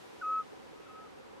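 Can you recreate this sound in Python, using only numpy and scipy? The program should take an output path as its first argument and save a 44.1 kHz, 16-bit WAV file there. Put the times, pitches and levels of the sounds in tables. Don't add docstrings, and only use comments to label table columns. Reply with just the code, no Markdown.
import sys
import numpy as np
from scipy import signal
from scipy.fft import rfft, irfft
from scipy.io import wavfile
from scipy.ndimage import uniform_filter1d

SR = 44100
rng = np.random.default_rng(int(sys.argv[2]) if len(sys.argv) > 2 else 0)


def to_wav(sig):
    pcm = np.clip(np.atleast_2d(sig), -1, 1) * 32767
    pcm = np.round(pcm).astype(np.int16)
    wavfile.write(sys.argv[1], SR, pcm.T)


N = 61739


def undb(db):
    return 10 ** (np.asarray(db) / 20)


def unit(x):
    return x / np.sqrt(np.mean(x ** 2))


def drift(rate_hz):
    span = int(SR / rate_hz)
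    return unit(uniform_filter1d(uniform_filter1d(rng.standard_normal(N), span), span))


def resonate(x, hz, width_hz):
    peak = signal.iirpeak(hz, hz / width_hz, fs=SR)
    return unit(signal.lfilter(*peak, signal.lfilter(*peak, x)))


def coloured_noise(curve):
    hz, db = np.array(curve).T
    bins_hz = np.maximum(np.fft.rfftfreq(N, 1 / SR), 1)
    eq = undb(np.interp(np.log(bins_hz), np.log(hz), db))
    return unit(irfft(rfft(rng.standard_normal(N)) * eq, N))


# frequency in Hz, relative level in dB.
AIR_MID_EQ = [(20, -15.5), (45, -9), (80, -2), (130, -3), (200, -1.5), (280, 3), (480, 1.5), (630, -3.5),
              (850, 1), (1400, -4), (1700, -7.5), (3000, -12.5), (6000, -20.5), (10000, -27.5),
              (13500, -33), (15000, -46)]
# frequency in Hz, relative level in dB.
AIR_SIDE_EQ = [(20, -56.5), (55, -26.5), (120, -7), (250, 1), (430, 4), (540, -4), (900, -7.5),
               (1500, -12.5), (3000, -21), (6000, -31), (10000, -38.5), (13000, -45), (14500, -59)]


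def night_air(t):
    mid = undb(-58.5) * coloured_noise(AIR_MID_EQ)
    side = undb(-52.5) * coloured_noise(AIR_SIDE_EQ)
    bed = np.array([mid + side, mid - side])
    treble = signal.sosfiltfilt(signal.butter(1, 2640, "high", fs=SR, output="sos"), bed)
    lift_db, settle_s = 7, 0.97
    return bed + treble * (undb(lift_db * np.exp(-t / settle_s)) - 1)


# centre in Hz, width in Hz, level in dB.
WHIRR_BANDS = [(543.3, 23, -68.5), (768, 59, -70), (989.5, 27, -73.5)]


def housing_whirr():
    return sum(undb(db) * resonate(rng.standard_normal(N), hz, width) for hz, width, db in WHIRR_BANDS)


# time in seconds, boost or cut in dB.
TICK_ACCENTS = [(.064, -4), (.198, -2), (.398, 2), (.532, 2), (.732, 3), (.866, -2), (.999, -1.5),
                (1.064, 1.5), (1.133, -4), (1.2, 2), (1.333, 3)]
# centre in Hz, width in Hz, relative mid and side levels in dB.
HOUSING_MODES = [(314, 310, -2.5, 0), (459.3, 111, 6.5, 8.5), (511.4, 43, -2.5, -22), (850, 350, -4, -14.5)]


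def mechanism_flutter(t):
    offset_s, period_s, push_s, level_db = 0.0635, 0.0667, 0.00054, -65.5
    since_tick = (t - offset_s) % period_s
    accent_db = sum(db * (np.abs(t - since_tick - at) < period_s / 2) for at, db in TICK_ACCENTS)
    push = since_tick / push_s * np.exp(-since_tick / push_s)
    mid, side = 0, 0
    for hz, width, mid_db, side_db in HOUSING_MODES:
        mid += undb(mid_db) * resonate(undb(accent_db) * push, hz, width)
        side += undb(side_db) * resonate(push, hz, width)
    return undb(level_db) * np.array([mid - side, mid + side]) / np.std(mid)


# start in seconds, length in seconds, pitch in Hz, level in dB.
DISTANT_TONES = [(0.265, .095, 533, -60.5), (0.59, 0.071, 542, -59.5), (0.778, 0.19, 2620, -72.5),
                 (1.013, 0.024, 700, -63), (1.03, 0.029, 781, -70), (1.182, 0.058, 540, -60),
                 (1.366, 0.019, 540, -57)]


def distant_tones(t):
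    tones = 0
    for start, length, hz, db in DISTANT_TONES:
        progress = np.clip((t - start) / length, 0, 1)
        arch = np.sqrt(np.abs(np.sin(np.pi * progress)))
        pitch = hz * (1 + 0.013 * drift(67))
        tones += np.sqrt(2) * undb(db) * arch * np.sin(2 * np.pi * np.cumsum(pitch) / SR)
    return tones


def slope_echo(note, t, t60_s=1):
    tail = rng.standard_normal((2, N)) * undb(-60 * t / t60_s)
    tail /= np.sqrt(np.sum(tail ** 2, axis=1, keepdims=True))
    return signal.fftconvolve(note[None], tail, axes=1)[:, :N]


PITCH_BEND = [(0, 1.1), (.05, 1.168), (.068, 1.135), (.094, 1.005), (.14, .985), (.42, .998), (.8, 1.006),
              (.87, .998), (.94, .974), (1, .985)]


def owl_whistle(t, length, hz, release, drop):
    attack_s, break_s, break_width_s = 0.015, 0.0225, 0.0035
    crest, rise_db, fall_db = 0.45, 11, 3.5
    progress = np.clip(t / length, 0, 1)
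    bend = np.interp(progress, *np.array(PITCH_BEND).T)
    bend = np.where(t < break_s, 1 + drop * (bend - 1), bend)
    jitter = 1 + 0.0019 * drift(140)
    pitch = hz * uniform_filter1d(bend, size=200) * jitter
    phase = 2 * np.pi * np.cumsum(pitch) / SR

    late_fade_db = 6 * np.clip((progress - 0.72) / 0.28, 0, 1)
    octave_gain = undb(-34 - late_fade_db + 2.7 * drift(81)) * np.clip(t / break_s, 0, 1) ** 2

    swell_db = np.where(progress < crest,
                        -rise_db * (1 - progress / crest) ** 2,
                        -fall_db * ((progress - crest) / (1 - crest)) ** 2)
    dip_db = -2.5 * np.exp(-((t - break_s) / break_width_s) ** 2)
    shimmer_db = 0.14 * drift(220)
    fundamental = undb(swell_db + dip_db + shimmer_db) * np.sin(phase)
    fade_in = np.sin(np.pi / 2 * np.clip(t / attack_s, 0, 1)) ** 2
    fade_out = np.clip((length - t) / release, 0, 1)
    return np.sqrt(2) * fade_in * fade_out * (fundamental + octave_gain * np.sin(2 * phase))


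# time in seconds, gain in dB.
ANSWER_LEVEL = [(.858, 0), (.869, 7), (.878, -10), (.886, -8), (.893, 1), (.903, 3.8), (.914, 1), (.924, -5),
                (.95, 0), (.99, 1.8), (1.012, -2.5), (1.045, -3), (1.066, 1.5)]
# start in seconds, length in seconds, pitch in Hz, level in dB before
# swell and the last answer's level shifts, send to the slopes in dB, release in seconds, share of the full
OWL_NOTES = [(.207, .226, 1282, -31.4, -31, .032, 1), (.72, .15, 1276, -66, -8, .032, 1),
             (.855, .219, 1281, -53.3, -19, .006, .4)]


def owls(t):
    slap_s, slap_db, lean_left_db = 0.0232, -20.5, 0.7
    pan = undb(np.array([[lean_left_db], [-lean_left_db]]) / 2)
    calls = 0
    for row, (start, length, hz, db, send_db, release, drop) in enumerate(OWL_NOTES):
        answer_db = np.interp(t, *np.array(ANSWER_LEVEL).T) if row == len(OWL_NOTES) - 1 else 0
        note = undb(db + answer_db) * owl_whistle(t - start, length, hz, release, drop)
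        slap = undb(slap_db) * np.interp(t - slap_s, t, note)
        calls += pan * (note + slap) + undb(send_db) * slope_echo(note, t)
    return calls


def scene():
    t = np.arange(N) / SR
    return owls(t) + distant_tones(t) + mechanism_flutter(t) + housing_whirr() + night_air(t)


def record(dry):
    return signal.sosfilt(signal.ellip(8, 0.2, 70, 15000, fs=SR, output="sos"), dry)


dry = scene()
out = record(dry)
to_wav(out)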